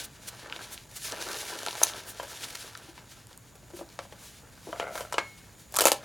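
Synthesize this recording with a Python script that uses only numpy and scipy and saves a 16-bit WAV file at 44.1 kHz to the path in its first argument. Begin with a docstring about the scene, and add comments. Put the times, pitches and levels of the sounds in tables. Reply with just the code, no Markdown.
"""In a quiet workshop, at a bench close to a small microphone, thin vinyl gloves are pulled on: sliding
friction makes filtered noise, slips swell it, and creases and the snapping cuff excite short resonances.
A small carton is then fetched, set down, rattled, knocks a glass jar and has its lid cracked open: blows
strike decaying modes and add bursts of noise. A short room tail and the shop's steady noise and hum,
shaped random noise, lie around it."""
import sys
import numpy as np
from scipy import signal
from scipy.fft import rfft, irfft
from scipy.io import wavfile
from scipy.ndimage import uniform_filter1d

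SR = 44100
rng = np.random.default_rng(int(sys.argv[2]) if len(sys.argv) > 2 else 0)


def decibels_to_gain(level_db):
    """Convert a level in decibels to a linear amplitude gain (20 dB per decade)."""
    exponent = np.asarray(level_db, float) / 20
    return 10 ** exponent


def wav_record(signal):
    """Record a signal, one row per channel, as 16-bit PCM in the file named by sys.argv[1]."""
    frames = np.transpose(np.atleast_2d(signal))
    bounded = np.clip(frames, -1, 1)
    # unit amplitude maps onto the largest positive 16-bit level
    quanta = np.round(bounded * 32767).astype(np.int16)
    wavfile.write(sys.argv[1], SR, quanta)


N = 266364  # length [samples]


def colour(x, points):
    """Minimum-phase filtering: a folded cepstrum makes (frequency [Hz], gain [dB]) points causal."""
    hz, db = np.transpose(points)
    log_hz = np.log(np.linspace(1, SR / 2, 2049))
    cepstrum = irfft(np.interp(log_hz, np.log(hz), db) * np.log(10) / 20)
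    cepstrum[1:2048] *= 2
    cepstrum[2049:] = 0
    response = irfft(np.exp(rfft(cepstrum)))[:2048]
    return signal.fftconvolve(x, response)[:len(x)]


def unit(x):
    """Normalisation: equal power, rms 1."""
    return x / np.sqrt(np.mean(x ** 2))


def peak(x, db):
    """Normalisation: the largest excursion is set to a peak level."""
    return x * decibels_to_gain(db) / np.abs(x).max()


def band(x, hz, width_hz):
    """Resonance: a second-order peak with gain 1 at its centre."""
    centre, q = min(hz, 0.45 * SR), max(hz / width_hz, 0.3)
    return signal.lfilter(*signal.iirpeak(centre, q, fs=SR), x)


def ring(x, hz, t60):
    """Free vibration: a mode driven by x decays by 60 dB in t60 seconds."""
    pole = np.exp(2j * np.pi * hz / SR - np.log(1000) / (t60 * SR))
    return signal.lfilter([1], [1, -pole], x).imag


def walk(rate):
    """Slow fluctuation: random levels of rms 1, held 1 / rate seconds and slewed twice."""
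    hold = int(SR / rate)
    levels = np.repeat(rng.standard_normal(N // hold + 1), hold)
    return unit(uniform_filter1d(uniform_filter1d(levels, hold), hold)[:N])


def add(out, s, x):
    """Superposition: mix x into out from time s [s] on."""
    i = max(int(s * SR), 0)
    out[i:i + len(x)] += x[:N - i]


# film and sleeves sliding, slack film dull and stretched film bright:
# (time [s], level [dB], tautness [dB])
SLIDING = [(0, -46, 0.5), (0.08, -62.5, -2.5), (0.25, -59.5, 0), (0.33, -54.5, -1), (0.5, -53, -9.5),
           (0.64, -50, -2), (0.72, -57.5, -3.5), (0.82, -60.5, -1.5), (1.0, -55, 6.5), (1.051, -42.5, 5),
           (1.14, -44.5, -3), (1.4, -42.5, 2), (1.62, -45, -2), (1.74, -47.5, 0), (1.82, -41, 3),
           (1.95, -48.5, -3), (2.15, -53.5, -2.5), (2.47, -47.5, 1.5), (2.7, -52, -0.5), (2.8, -58.5, -4),
           (3.35, -65.5, -1), (4.55, -60.5, -0.5), (4.8, -55.5, -1.5), (5.3, -61.5, -1.5),
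           (5.68, -65, -0.5), (5.95, -60, 7), (6.04, -55.5, -8)]


def hands():
    """Slow control of friction: level and tautness interpolated at every sample."""
    s, level_db, taut_db = np.transpose(SLIDING)
    t = np.arange(N) / SR
    return np.interp(t, s, level_db), np.interp(t, s, taut_db)


# spectrum of the rubbed film: (frequency [Hz], density [dB per Hz])
FILM_SPECTRUM = [(120, -41.5), (200, -3.5), (298, 5), (339, 2.5), (687, 2), (1140, 1), (1610, 8), (2230, 4),
                 (3780, 4.5), (6760, -3), (8260, -10), (9720, -7.5), (15300, -21.5)]


def crinkle(rate, puff_s, folds_db):
    """Friction noise plus shot noise: random folds, mostly tiny, each a short decaying puff."""
    sizes = decibels_to_gain(2.35 * np.minimum(rng.exponential(size=N), 3.5))
    folds = (rng.random(N) < rate / SR) * sizes
    decay = signal.lfilter([1], [1, -np.exp(-1 / (puff_s * SR))], folds)
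    puffs = decay * rng.standard_normal(N)
    friction = rng.standard_normal(N) * decibels_to_gain(3.6 * walk(40))
    return colour(friction + decibels_to_gain(folds_db) * unit(puffs), FILM_SPECTRUM)


def slide():
    """Tension and spectrum: large slack folds sound dull, fine ones bright; stretching favours bright."""
    level_db, taut_db = hands()
    low = signal.butter(2, 1500, fs=SR, output="sos")
    high = signal.butter(2, 7000, "high", fs=SR, output="sos")
    slack = crinkle(150, 0.003, 1.3)
    fine = crinkle(500, 0.0012, -3.4)
    dull = signal.sosfiltfilt(low, slack)
    bright = signal.sosfiltfilt(high, fine)
    middle = fine - signal.sosfiltfilt(low, fine) - bright
    # parts against the middle [dB], with their change per dB of tautness
    dull_gain = decibels_to_gain(-1 - 0.93 * taut_db)
    bright_gain = decibels_to_gain(0.5 + 1.0 * taut_db)
    return decibels_to_gain(level_db) * (dull_gain * unit(dull) + unit(middle) + bright_gain * unit(bright))


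# quick slips of film or sleeve, the length being the Gaussian's deviation:
# (time [s], level [dB], length [s], centre [Hz])
QUICK_SLIPS = [(0.047, -39, 0.0083, 7350), (0.285, -36, 0.0082, 6750), (0.734, -39.5, 0.013, 7140),
               (.97, -38, 0.0084, 7440), (1.84, -29, 0.0085, 8100), (2.095, -41.5, 0.019, 8100),
               (2.305, -47, 0.021, 6000), (2.441, -35, 0.007, 3840), (2.554, -33, 0.0025, 3760),
               (2.989, -50, 0.0082, 1970), (3.12, -49.5, .016, 4970), (3.781, -50, 0.028, 6030),
               (4.253, -49.5, 0.041, 6240), (4.986, -46, 0.041, 8100), (5.604, -53.5, 0.016, 7000)]


def slips():
    """Transient friction: broad resonant noise under a Gaussian swell."""
    out = np.zeros(N)
    for s, db, length, hz in QUICK_SLIPS:
        t = np.arange(-4 * length, 4 * length, 1 / SR)
        air = rng.standard_normal(len(t))
        hiss = band(air, hz, 1.1 * hz) + decibels_to_gain(-13.5) * unit(colour(air, FILM_SPECTRUM))
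        swell = np.exp(-0.5 * (t / length) ** 2)
        add(out, s + t[0], decibels_to_gain(db) * swell * unit(hiss))
    return out


def small_creases():
    """Random events: lesser folds pop at chance moments, their peaks following the sliding level."""
    count, over_db, scatter_db = 320, 8, 3.5  # mean peak over the sliding level, and its spread
    pitch_hz, thump_db = 2830, -12
    level_db, _ = hands()
    events = []
    for u, (a, b, c) in zip(rng.random(count), rng.standard_normal((count, 3))):
        peak_db = level_db[int(u * N)] + over_db + scatter_db * a
        events.append((u * N / SR, peak_db, pitch_hz * decibels_to_gain(2.3 * b), thump_db + 4 * c))
    return events


# clearest creases, in the film and at last in the lid:
# (time [s], tick peak [dB], pitch [Hz], thump over tick [dB])
CLEAR_CREASES = [(0.499, -28, 2100, -7), (0.5248, -17.5, 2150, -9), (0.5627, -25, 2400, -9.5),
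                 (0.7775, -25.5, 3050, -26), (1.1217, -20, 4000, -14), (1.2244, -19, 4230, -12),
                 (1.2874, -25, 4300, -16), (1.3441, -22, 3740, -10.5), (1.6316, -24.5, 3640, -6),
                 (1.6634, -17.5, 4540, -7), (1.6726, -23.5, 4080, 0), (1.6843, -16.5, 2950, -4.5),
                 (1.7091, -23, 3410, -11), (1.729, -24, 4100, -9), (1.7531, -23, 4050, -3.5),
                 (1.816, -21.5, 2400, 6.5), (1.8687, -20.5, 4900, -10.5), (1.9359, -27, 2630, -11),
                 (2.7513, -27, 4000, -16), (2.753, -29.5, 1600, -14), (2.7745, -30.5, 6500, -15),
                 (2.9782, -32.5, 1840, -4.5), (3.27, -35, 7500, -18), (3.3297, -35.5, 3700, -19),
                 (3.376, -32.5, 8000, -20), (3.89, -39, 4100, -9), (5.7238, -28.5, 12450, -15),
                 (5.7466, -24.5, 7580, -3), (5.7562, -21, 6870, -8), (5.767, -8, 9000, -16.5),
                 (5.771, -10, 6870, -10.5), (5.7971, -12, 5250, -6), (5.9077, -27, 7050, -13)]


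def creases():
    """Buckling: a fold flips with a pitched tick and pushes the resonant air pocket under the film."""
    out, t = np.zeros(N), np.arange(1000) / SR
    for s, db, hz, thump_db in [*CLEAR_CREASES, *small_creases()]:
        flip = rng.standard_normal(len(t)) * t * np.exp(-t / 0.00029)
        tick = band(band(flip, hz, hz), hz, hz)
        pocket_hz = 950 * decibels_to_gain(2.06 * rng.standard_normal())
        pocket = ring(flip, pocket_hz, 0.012)
        add(out, s, peak(tick, db) + peak(pocket, db + thump_db))
    return out


# resonances of the snapping cuff, each passed twice: (centre [Hz], width per pass [Hz], peak [dB])
CUFF = [(6250, 850, -5), (10500, 2500, -7), (3840, 700, -18.5)]


def snap():
    """Release of elastic energy: the stretched cuff whips back, a millisecond burst in resonances."""
    snap_s, length_s = 1.8348, 0.0011  # the length is the Gaussian's deviation
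    t = np.arange(N) / SR - snap_s
    burst = rng.standard_normal(N) * np.exp(-0.5 * (t / length_s) ** 2)
    return sum(peak(band(band(burst, hz, width), hz, width), db) for hz, width, db in CUFF)


# modes of the carton: (frequency [Hz], gain [dB], t60 [s])
CARTON_MODES = [(346, -4.5, 0.068), (590, -1.5, 0.032), (704, 2.5, 0.019), (889, 2.5, 0.016),
                (1050, 3.5, 0.017), (1290, 3, 0.016), (1621, 1.5, 0.033), (2053, 13.5, 0.0079),
                (3040, 17, 0.038)]
# blows on carton and bench: (time [s], body peak [dB], hardness [Hz], crack over body [dB])
BLOWS = [(1.8307, -19.5, 1230, 4), (2.198, -21.5, 985, -7), (2.2292, -33.5, 614, 2),
         (2.8828, -39.5, 350, -21), (3.311, -41.5, 537, -17), (3.555, -48, 515, 4.5),
         (3.6267, -44.5, 393, -13), (3.703, -41.5, 590, -0.5), (3.7337, -33, 352, -20),
         (3.7677, -38.5, 407, 3), (3.7898, -36.5, 447, -3), (3.8104, -30, 480, -32), (3.99, -23, 770, -3),
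         (4.052, -39, 710, -17), (4.124, -35, 796, -4), (4.669, -31, 350, -21), (4.689, -34, 353, -14),
         (4.7285, -20.5, 760, -32), (4.7984, -16.5, 980, -4), (4.8217, -30, 680, -5),
         (4.9554, -25.5, 1050, 0), (4.9778, -24.5, 1360, 0), (5.007, -25.5, 810, -0.5),
         (5.1252, -20.5, 1320, 0.5), (5.141, -20.5, 755, -2), (5.182, -8.5, 1005, -4),
         (5.7412, -29.5, 1040, 6.5), (5.7631, -26, 1290, 13.5), (5.7873, -12.5, 1030, 4.5),
         (5.8072, -16.5, 680, 9.5), (5.8171, -13, 740, 3.5), (5.8383, -19.5, 910, 3.5),
         (5.8544, -6, 700, 5), (5.869, -10.5, 1010, 4.5), (5.8834, -17, 815, 11), (5.9179, -10, 820, 6)]
# spectrum of a crack: (frequency [Hz], density [dB per Hz])
CRACK_SPECTRUM = [(880, -19), (1500, -4.5), (4080, -5.5), (4550, -3.5), (5440, -4.5), (6180, -3.5),
                  (8490, -2.5), (11900, -5), (14500, -8), (16500, -24)]


def carton_body(t, hardness_hz):
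    """Modal excitation: place sets the mode weights, contact hardness picks the modes that speak."""
    press_s = 4 / hardness_hz  # soft, low blows press longer
    push = 0.13 * (700 / hardness_hz) * rng.standard_normal(len(t)) * np.exp(-t / press_s)
    push[int(0.3 * SR / hardness_hz)] = 1  # the contact peaks a moment after it starts
    reach = 1.5 if hardness_hz > 600 else 4.5  # hard blows still wake the high modes; soft ones barely do
    body = np.zeros(len(t))
    for hz, gain_db, t60 in CARTON_MODES:
        a, b = rng.standard_normal(2)  # every blow lands elsewhere
        distance = np.log2(hz / hardness_hz) ** 2  # squared octaves
        if hz > hardness_hz:
            distance = min(distance, reach)
        weight = decibels_to_gain(gain_db + 1.6 * a - 12 * distance)
        body += weight * ring(push, hz * (1 + 0.041 * b), t60)
    return band(body, hardness_hz, 1.97 * hardness_hz)  # the contact patch rounds off the blow's edge


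def fibre_crack(t, crack_db):
    """Fracture noise: a sharp burst, then a tail as fibres let go in millisecond bursts."""
    unevenness = uniform_filter1d(rng.standard_normal(len(t)), size=40) * np.sqrt(40)
    grit = decibels_to_gain(4.5 * unevenness)
    envelope = np.exp(-t / 0.00045) + 0.37 * grit * np.exp(-t / 0.0098)
    crack = colour(rng.standard_normal(len(t)) * envelope, CRACK_SPECTRUM)
    top_hz = np.clip(9000 * decibels_to_gain(2.7 * crack_db), 2000, 19000)  # a strong crack is also a bright one
    return signal.lfilter(*signal.butter(2, top_hz, fs=SR), crack)


def carton():
    """Impact: each blow sounds the box's modes together with a crack of its fibres."""
    out, t = np.zeros(N), np.arange(8000) / SR
    for s, db, hardness_hz, crack_db in BLOWS:
        body = carton_body(t, hardness_hz)
        crack = fibre_crack(t, crack_db)
        add(out, s, peak(body, db) + peak(crack, db + crack_db))
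    return out


# contents rattling and the carton scraping along the cloth: (time [s], envelope [dB])
RATTLING = [(4.72, -52), (4.75, -32), (4.79, -30.5), (4.82, -20.5), (4.93, -30), (4.98, -21.5), (5.08, -38),
            (5.11, -53)]
# modes of what rattles inside: (frequency [Hz], gain [dB], t60 [s])
CONTENT_MODES = [(680, -0.5, 0.014), (1400, -2, 0.01), (1990, -8, .011)]


def rattle():
    """Repeated impact: contents bounce some eighty times a second, unevenly, over a faint scrape."""
    s, db = np.transpose(RATTLING)
    t = np.arange(N) / SR
    chance = rng.standard_normal((40, 2))
    bounce_s = s[0] + np.cumsum(decibels_to_gain(4.5 * chance[:, 0]) / 85)
    taps = 0.037 * rng.standard_normal(N)  # the scrape
    taps[(bounce_s * SR).astype(int)] += decibels_to_gain(2.3 * chance[:, 1])
    body = sum(decibels_to_gain(gain_db) * band(ring(taps, hz, t60), hz, hz) for hz, gain_db, t60 in CONTENT_MODES)
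    body = body * (t > s[0]) * (t < s[-1])
    return peak(body, 0) * decibels_to_gain(np.interp(t, s, db))


# modes of the glass jar: (frequency [Hz], level [dB], t60 [s])
JAR_MODES = [(2180, -37.5, 0.51), (4150, -56.5, 0.71), (6900, -56, 0.72)]


def jar():
    """Impulse response: a glass jar rings once when the carton touches it."""
    tap_s = 5.182
    tap = np.zeros(N)
    tap[int(tap_s * SR)] = 1
    return sum(decibels_to_gain(db) * ring(tap, hz, t60) for hz, db, t60 in JAR_MODES)


def room(x):
    """Reverberation: convolution with a short, dull decaying tail, nearly the same in both channels."""
    t60_s, level_db, treble_limit_hz = 0.23, -14.5, 3000
    t = np.arange(SR // 2) / SR
    onset = np.minimum(t / 0.0017, 1)
    tails = rng.standard_normal((2, len(t))) * decibels_to_gain(-60 * t / t60_s) * onset
    tails = signal.lfilter(*signal.butter(1, treble_limit_hz, fs=SR), tails)
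    mid, side = (signal.fftconvolve(x, h)[:N] * decibels_to_gain(level_db) / np.linalg.norm(h) for h in tails)
    return np.array([mid + 0.17 * side, mid - 0.042 * side])


# spectrum of the shop's broad noise: (frequency [Hz], density [dB per Hz])
SHOP_SPECTRUM = [(15, -70), (25, -4), (69, 0.5), (119, 2.5), (198, -1), (288, -6.5), (366, -10.5),
                 (492, -10.5), (889, -15), (1740, -18), (2400, -19), (3220, -26), (5090, -28),
                 (6840, -21.5), (15300, -27.5)]
# stereo spread of that noise: (frequency [Hz], side minus mid [dB])
SHOP_SPREAD = [(60, -17), (110, -10), (200, -14.5), (380, -8.5), (700, -7), (1290, -13), (2380, -14),
               (4400, -7), (8120, -15), (15000, -21)]
# hum and thin high hiss, each band passed twice: (centre [Hz], width per pass [Hz], level [dB])
HUM_BANDS = [(55.8, 17, -67), (112.5, 25.5, -62), (6890, 560, -67.5)]


def shop():
    """Stationary noise: steady air and machinery as broad noise, a wavering hum and a thin high hiss."""
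    mid = colour(rng.standard_normal(N), SHOP_SPECTRUM)
    side = colour(colour(rng.standard_normal(N), SHOP_SPECTRUM), SHOP_SPREAD)
    swell = decibels_to_gain(1.2 * walk(2))
    air = decibels_to_gain(-56) * swell / np.std(mid) * np.array([mid + side, mid - side])
    for hz, width, db in HUM_BANDS:
        both, apart = (unit(band(band(rng.standard_normal(N), hz, width), hz, width)) for _ in range(2))
        waver = decibels_to_gain(1.8 * walk(6))
        air += decibels_to_gain(db) * waver * (both + 0.095 * apart * np.array([[1], [-1]]))
    return air


def scene():
    """Stereo difference: hands lean left of centre; treble reaches two microphone ports differently."""
    near = slide() + slips() + creases() + snap() + carton() + rattle() + jar()
    bass_cut = signal.butter(4, 260, "high", fs=SR, output="sos")
    near = signal.sosfilt(bass_cut, near)  # small things make no bass
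    lean = 0.13 * band(near, 640, 1240)
    ports = 0.2 * np.roll(band(band(near, 8200, 5200), 8200, 5200), 20)  # delayed 20 samples
    return near + (lean + ports) * np.array([[1], [-1]]) + room(near) + shop()


def low_pass(x):
    """Removes everything above the highest recorded frequency."""
    return signal.sosfilt(signal.butter(12, 17160, fs=SR, output="sos"), x)


def record(dry):
    """Soft saturation: the input stage rounds the loudest cracks."""
    mix = 1.27 * np.tanh(dry / 1.333)
    return low_pass(mix)


dry = scene()
out = record(dry)
wav_record(out)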